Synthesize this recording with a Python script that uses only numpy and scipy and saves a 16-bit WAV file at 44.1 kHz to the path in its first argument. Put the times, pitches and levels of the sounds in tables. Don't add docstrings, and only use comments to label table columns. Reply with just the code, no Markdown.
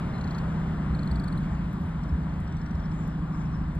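import sys
import numpy as np
from scipy import signal
from scipy.fft import rfft, irfft, next_fast_len
from scipy.io import wavfile
from scipy.ndimage import uniform_filter1d

SR = 44100
rng = np.random.default_rng(int(sys.argv[2]) if len(sys.argv) > 2 else 0)


def generate_wav(sig):
    pcm = np.round(np.clip(np.atleast_2d(sig).T, -1, 1) * 32767).astype(np.int16)
    wavfile.write(sys.argv[1], SR, pcm)


def volts_from_db(level):
    exponent = np.asarray(level, float) / 20
    return 10 ** exponent


N = 167139
EDGE_HZ = 15650


def read(points, x):
    f, value = np.transpose(points)
    return np.interp(np.log(x + 1), np.log(f + 1), value)


def evened(x):
    return x / np.sqrt(np.mean(x ** 2) + 1e-20)


def add(mix, start_s, sound):
    part = mix[max(round(start_s * SR), 0):][:len(sound)]
    part += sound[:len(part)]


def drift(rate, count):
    steps = int(N / SR * 40) + 3
    knots = rng.standard_normal((count, steps))
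    at = np.clip(np.arange(N) / SR * rate, 0, steps - 2)
    k = at.astype(int)
    blend = .5 - .5 * np.cos(np.pi * (at % 1))
    return knots[:, k] * (1 - blend) + knots[:, k + 1] * blend


def resonate(x, hz, width_hz):
    turn = np.exp(2j * np.pi * np.cumsum(hz * np.ones(len(x))) / SR)
    r = np.exp(-np.pi * width_hz / SR)
    return 2 * (turn * signal.lfilter([1 - r], [1, -r], x / turn + 1e-18)).real


# (time [s], firing-pair rate [Hz], engine level [dB], tyre roar level [dB])
LORRY = [
    (0, 33.92, -31, -43.5),
    (0.499, 32.67, -30.5, -43),
    (1.001, 30.83, -29, -44.5),
    (1.5, 29.27, -31, -45),
    (2.049, 26.74, -34.5, -46.5),
    (3.348, 26.75, -33, -47.5),
    (3.79, 25.51, -34, -48),
]


def lorry_control(column, t):
    rows = np.array(LORRY)
    return np.interp(t, rows[:, 0], rows[:, column])


# (frequency [Hz], level [dB per Hz])
RUMBLE = [(18, -71), (30, -63), (55, -58), (80, -54), (105, -62.5), (170, -60), (290, -67.5), (500, -99)]
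# (frequency [Hz], level [dB per Hz])
ROAR = [(300, -76), (500, -79), (1000, -78.5), (1400, -82), (1800, -87), (2500, -92.5), (3500, -96.5),
        (9000, -135)]
# (frequency [Hz], level [dB per Hz])
HISS = [(2000, -104), (4000, -102), (6000, -106), (8000, -111), (10300, -113), (12000, -119), (13800, -122),
        (15200, -123)]
# (time [s], level [dB])
ONCOMING = [
    (2.3, -67),
    (2.9, -50),
    (3.4, -39),
    (3.79, -46),
]
# (frequency [Hz], likeness [0 to 1])
SAME = [(120, 1), (330, .9), (520, .75), (860, .55), (1600, .65), (2200, .91), (4600, .94), (5700, .998)]


def road():
    hop, size = 512, 2048
    frames, hz = N // hop + 5, np.fft.rfftfreq(size, 1 / SR)
    a, b, c, d, patches = rng.standard_normal((frames, len(hz), 5)).T
    patches_db = evened(uniform_filter1d(uniform_filter1d(patches, 20, 0), 8, 1))
    t = np.arange(frames) * hop / SR
    f = hz[:, None]
    near_db = lorry_control(3, t) + 47
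    rumble = volts_from_db(read(RUMBLE, f) - 99 * (f > 500))
    roar = volts_from_db(read(ROAR, f) + near_db) * (f > 200)
    hiss = volts_from_db(read(HISS, f) + .83 * near_db) * ((f > 1500) & (f < 15100))
    whirr = volts_from_db(np.interp(t, *np.transpose(ONCOMING)) - 36.5) / (1 + ((f - 1091) / 140) ** 4)
    level = np.sqrt(rumble ** 2 + roar ** 2 + hiss ** 2 + whirr ** 2)
    same = np.clip(read(SAME, f), 0, 1)
    right = a + 1j * b
    left = same * right + np.sqrt(1 - same ** 2) * (c + 1j * d)
    z = np.array([left, right]) * level * volts_from_db(patches_db)
    return 6.1 * signal.istft(z, nperseg=size, noverlap=size - hop)[1][:, :N]


# (multiple of the idle rate, level [dB])
IDLE = [(3, -43), (4, -42), (5, -43), (6, -42), (24, -52), (31, -59)]


def idling_car():
    idle_hz, waver_db = 12.4, 2
    waver, luck = drift(5.02, len(IDLE)), rng.standard_normal(len(IDLE))
    t, out = np.arange(N) / SR, np.zeros(N)
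    for j, (multiple, db) in enumerate(IDLE):
        tone = np.cos(2 * np.pi * multiple * idle_hz * t + 9 * luck[j])
        out += volts_from_db(db + waver_db * waver[j]) * tone
    return np.sqrt(2) * out


# (frequency [Hz], level [dB])
PIPE = [(90, -24), (125, -10), (143, -6), (161, 0), (180, -6), (215, -11), (245, -19), (330, -27)]


def lorry_engine():
    odd_db, scatter_db, waver_db, wobble = -7, 1.0, 1.3, .007
    t = np.arange(N) / SR
    hz = uniform_filter1d(lorry_control(1, t), 4000) / 2 * (1 + wobble * drift(9, 1)[0])
    turns = np.cumsum(hz) / SR
    waver, luck = drift(5.02, 30), rng.standard_normal((30, 2))
    out = np.zeros(N)
    for k in range(6, 25):
        db = read(PIPE, k * hz) + odd_db * (k % 2) + scatter_db * luck[k, 0] + waver_db * waver[k]
        out += volts_from_db(db) * np.cos(2 * np.pi * k * turns + 9 * luck[k, 1])
    return np.sqrt(2) * out * volts_from_db(lorry_control(2, t))


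# (time [s], level [dB], pitch [Hz])
THUMPS = [
    (.895, -20.5, 62),
    (1.103, -18.5, 58.3),
    (1.51, -23.5, 57.8),
    (1.83, -25, 75.2),
    (2.11, -19, 63.9),
    (2.73, -22, 65.8),
]


def thumps():
    rise_s, t60_s, sag = .014, .2, .3
    out, t = np.zeros(N), np.arange(SR // 3) / SR
    for s, db, hz in THUMPS:
        phase = 2 * np.pi * np.cumsum(hz * (1 + sag * np.exp(-t / .021))) / SR
        rise = 1 - np.exp(-(t / rise_s) ** 2)
        add(out, s, volts_from_db(db - 60 * t / t60_s) * 2 * rise * np.sin(phase))
    return out


# (time [s], length [s], level [dB], start pitch [Hz], end
# pitch [Hz])
RUSTLES = [
    (1.78, .15, -71.5, 11800, 9000),
    (2.9, .07, -69.5, 7100, 6000),
    (2.9, 0.24, -69, 7500, 6000),
    (3.3, .2, -68, 6500, 6000),
    (2.4, 0.081, -77, 10200, 10000),
    (1.5, .06, -70, 7500, 6500),
    (.055, .02, -73, 10000, 10000),
    (.305, .012, -71, 14000, 13000),
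    (.323, .008, -69.5, 13000, 13000),
    (1.372, .014, -70, 14000, 14000),
]


def rustles():
    width_hz = 2200
    out = np.zeros(N)
    for s, length_s, db, start_hz, end_hz in RUSTLES:
        u = np.linspace(0, 1, round(length_s * SR))
        hz = start_hz + (end_hz - start_hz) * u
        noise = rng.standard_normal(len(u))
        brush = evened(resonate(resonate(noise, hz, width_hz), hz, width_hz))
        add(out, s, volts_from_db(db) * np.sin(np.pi * u) ** .92 * brush)
    return out


# (time [s], length [s], level [dB], start pitch [Hz], end pitch [Hz])
WHINES = [(.128, .03, -65, 4150, 4150), (.152, .018, -59, 4150, 3900), (.148, .02, -71, 5300, 5000),
          (2.575, .045, -71, 4300, 4100), (2.832, .03, -70, 5250, 5200), (2.96, .06, -77, 6750, 6700),
          (2.91, .21, -82, 10700, 10600), (2.97, .085, -75.5, 7400, 7380), (3.0, .16, -74.5, 5300, 5250),
          (3.322, .045, -69.5, 5350, 4900), (3.452, .03, -70, 5300, 5050), (3.505, .11, -71, 5350, 5200),
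          (3.515, .05, -74, 5800, 5600), (3.385, .05, -75, 5250, 5200), (3.635, .014, -67, 5100, 5000)]


def whines():
    fuzz, width_hz = 1.2, 200
    out = np.zeros(N)
    for s, length_s, db, start_hz, end_hz in WHINES:
        u = np.linspace(0, 1, max(round(length_s * SR), 9))
        hz = start_hz + (end_hz - start_hz) * u ** 2
        noise = rng.standard_normal(len(u))
        breath = evened(resonate(resonate(noise, hz, width_hz), hz, width_hz))
        tone = np.sin(2 * np.pi * np.cumsum(hz) / SR) + fuzz * breath
        add(out, s, volts_from_db(db) * np.sin(np.pi * u) ** .5 * tone)
    return out


# (frequency [Hz], level [dB], time to fall 60 dB [s])
RELAY = [(6900, -3, .006), (8200, -6, .003), (9400, -2, .006), (11000, -5, .003), (12400, 0, .004),
         (13600, -1, .003), (15000, -2, .004)]


def relay():
    period_s, first_s, off_after_s, on_db, off_db = .674, .381, .357, -65, -75
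    out, t = np.zeros(N), np.arange(1500) / SR
    ring = sum(volts_from_db(db - 60 * t / t60) * np.sin(2 * np.pi * hz * t) for hz, db, t60 in RELAY)
    for k in range(-1, 6):
        for delay_s, db in ((0, on_db), (off_after_s, off_db)):
            hits = rng.standard_normal(400) * (rng.random(400) < .15)
            bounce = .8 * hits * np.exp(-np.arange(400) / 260)
            bounce[0] = 1
            at = first_s + k * period_s + delay_s
            if at > 0:
                add(out, at, volts_from_db(db) * np.convolve(ring, bounce))
    return out


def trill(pulses, throat, length_s, glide, rough, lift):
    jitter, breathiness, upper_hz = .024, 1.7, 6860
    out, t = np.zeros(N), np.arange(round(.036 * SR)) / SR
    freq = np.fft.rfftfreq(len(t), 1 / SR)
    luck = rng.standard_normal((len(pulses), 4, len(t)))
    first_s, last_s = pulses[0][0], pulses[-1][0]
    for (s, db, hz, *upper_db), (a, b, c, d) in zip(pulses, luck):
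        u = t / (length_s * (1 + .1 * np.tanh(a[0])))
        wander = jitter * rough * evened(uniform_filter1d(a, 120))
        pitch = hz / 4 * (1 + glide * (u - .4) + wander)
        turns = np.cumsum(pitch) / SR
        stretch = 1 + lift * ((s - first_s) / (last_s - first_s)) ** 2

        def shape(f):
            upper = read(throat, f / stretch) + sum(upper_db)
            lower = read(throat, f * throat[1][0] / hz)
            return volts_from_db(np.where(f > upper_hz, upper, lower))

        voice = sum(shape(k * hz / 4) * np.cos(2 * np.pi * k * turns + 3 * b[k]) for k in range(3, 12))
        breath = irfft(rfft(c) * shape(freq) * (freq < EDGE_HZ), len(t))
        flutter = 1 + rough * evened(uniform_filter1d(uniform_filter1d(d, 50), 30))
        tail = .16 * np.exp(-t / .0097) * np.minimum(t / .003, 1)
        env = np.sin(np.pi * np.clip(u, 0, 1) ** .78) ** 2 + tail
        burst = env * (flutter * voice + breathiness * rough * breath)
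        burst *= np.linalg.norm(env * voice) / np.linalg.norm(burst)
        add(out, s - .003, volts_from_db(db) * burst)
    return out


# (time [s], peak level [dB], fourth harmonic [Hz])
FIRST = [
    (0.1808, -53.5, 4130),
    (0.2097, -49, 4190),
    (0.2414, -50, 4280),
    (0.275, -50, 4180),
    (0.308, -48, 4220),
    (0.3474, -48, 4260),
    (0.383, -47, 4370),
]
# (time [s], peak level [dB], fourth harmonic [Hz], upper throat level [dB])
SECOND = [(0.9114, -64, 4120, -20.5), (0.9488, -47, 4240, -20.5), (0.991, -45.5, 4330, -23.5),
          (1.0315, -47.5, 4330, -18.5), (1.0757, -46.5, 4240, -19.5), (1.1143, -45, 4455, -18.5),
          (1.1567, -48.5, 4440, -16.5), (1.1976, -48.5, 4430, -13.5), (1.2394, -48, 4480, -12.5),
          (1.28, -46.5, 4360, -15.5), (1.3254, -49.5, 4330, -18), (1.3757, -50.5, 4050, -14)]
# (time [s], peak level [dB], fourth harmonic [Hz])
MUTTER = [
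    (1.432, -59.5, 4500),
    (1.492, -63, 4400),
    (1.55, -62, 4450),
    (2.232, -62, 4430),
    (2.292, -63, 4300),
    (2.338, -60.5, 4500),
]
# (time [s], peak level [dB], fourth harmonic [Hz], upper throat level [dB])
THIRD = [(2.034, -56, 4350, 9), (2.092, -57, 4100, 0), (2.476, -58, 4380, 6.5), (2.522, -58.5, 4560, 8.5),
         (2.567, -56, 4560, 5.5), (2.615, -55.5, 4320, 6), (2.659, -53, 4550, -1.5), (2.706, -56, 4580, 1),
         (2.752, -55.5, 4260, 5), (2.798, -55.5, 4400, -4), (2.855, -55, 4400, -6.5),
         (2.915, -56.5, 4200, -1)]
# (frequency [Hz], level [dB])
THROAT_A = [(3100, -28), (4200, 0), (5200, -13), (6350, -9), (7400, -22), (9000, -34), (14000, -30)]
# (frequency [Hz], level [dB])
THROAT_B = [(3200, -28), (4300, 0), (5400, -26), (6500, -17), (7200, -9), (7900, 10.5), (9300, -12),
            (12500, -7.5)]
# (frequency [Hz], level [dB])
THROAT_C = [(3300, -18), (4500, -6.5), (5650, -2), (6800, -24), (8000, -15), (8700, -32), (12000, -35)]


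def raccoon_kits():
    first = trill(FIRST, THROAT_A, length_s=.016, glide=.09, rough=.7, lift=0)
    second = trill(SECOND, THROAT_B, length_s=.013, glide=-.09, rough=.55, lift=.1)
    mutter = trill(MUTTER, THROAT_A, length_s=.015, glide=-.03, rough=.6, lift=.03)
    third = trill(THIRD, THROAT_C, length_s=.015, glide=-.03, rough=.6, lift=.03)
    return first + second + mutter + third


def scene():
    vehicles = idling_car() + lorry_engine() + thumps()
    return road() + vehicles + rustles() + whines() + relay() + raccoon_kits()


# (from [Hz], to [Hz], dropped part [0 sum, 1 difference])
LOCKED = [(5680, 6230, 0), (7600, 8550, 1), (9650, 10950, 0), (11650, 13100, 1), (13970, 15700, 0)]


def locked(pair):
    unlock_db, low_edge_hz, high_edge_hz = 5, 7500, 10000
    sum_and_difference = np.array([pair[0] + pair[1], pair[0] - pair[1]]) / 2
    hz, _, z = signal.stft(sum_and_difference, SR, nperseg=1024)
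    power = (abs(z[:, (hz > low_edge_hz) & (hz < high_edge_hz)]) ** 2).sum((0, 1))
    loud = power > np.median(power) * volts_from_db(unlock_db) ** 2
    for low_hz, high_hz, part in LOCKED:
        z[part, (hz > low_hz) & (hz < high_hz)] *= loud
    both, apart = signal.istft(z, SR, nperseg=1024)[1][:, :N]
    return np.array([both + apart, both - apart])


# (frequency [Hz], level [dB])
BALANCE_DB = [(480, 0), (690, 3), (1030, 3.5), (1400, 5), (1720, 5.6), (2070, 2.7), (2300, .5), (2600, 0)]
# (frequency [Hz], phase [radians])
LEAD = [(50, 0), (170, -.2), (400, -.3), (850, -.8), (1700, -.1), (2580, 2.15), (3950, .95), (5170, 1.95)]


def microphone_pair(dry):
    lead_s = 2.33e-4
    size = next_fast_len(N + 4096)
    hz = np.fft.rfftfreq(size, 1 / SR)
    lead = np.interp(hz, *np.transpose(LEAD)) + 2 * np.pi * lead_s * np.maximum(hz - LEAD[-1][0], 0)
    left = volts_from_db(read(BALANCE_DB, hz)) * np.exp(1j * lead)
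    pair = np.array([left, np.ones(len(hz))]) * (hz < EDGE_HZ)
    padded = np.pad(dry, ((0, 0), (2048, size - N - 2048)), "reflect")
    return irfft(rfft(padded) * pair, size)[:, 2048:][:, :N]


def band_limit(x):
    return signal.sosfilt(signal.butter(12, 15650, fs=SR, output="sos"), x)


def record(dry):
    mix = locked(microphone_pair(dry))
    return band_limit(mix)


dry = scene()
out = record(dry)
generate_wav(out)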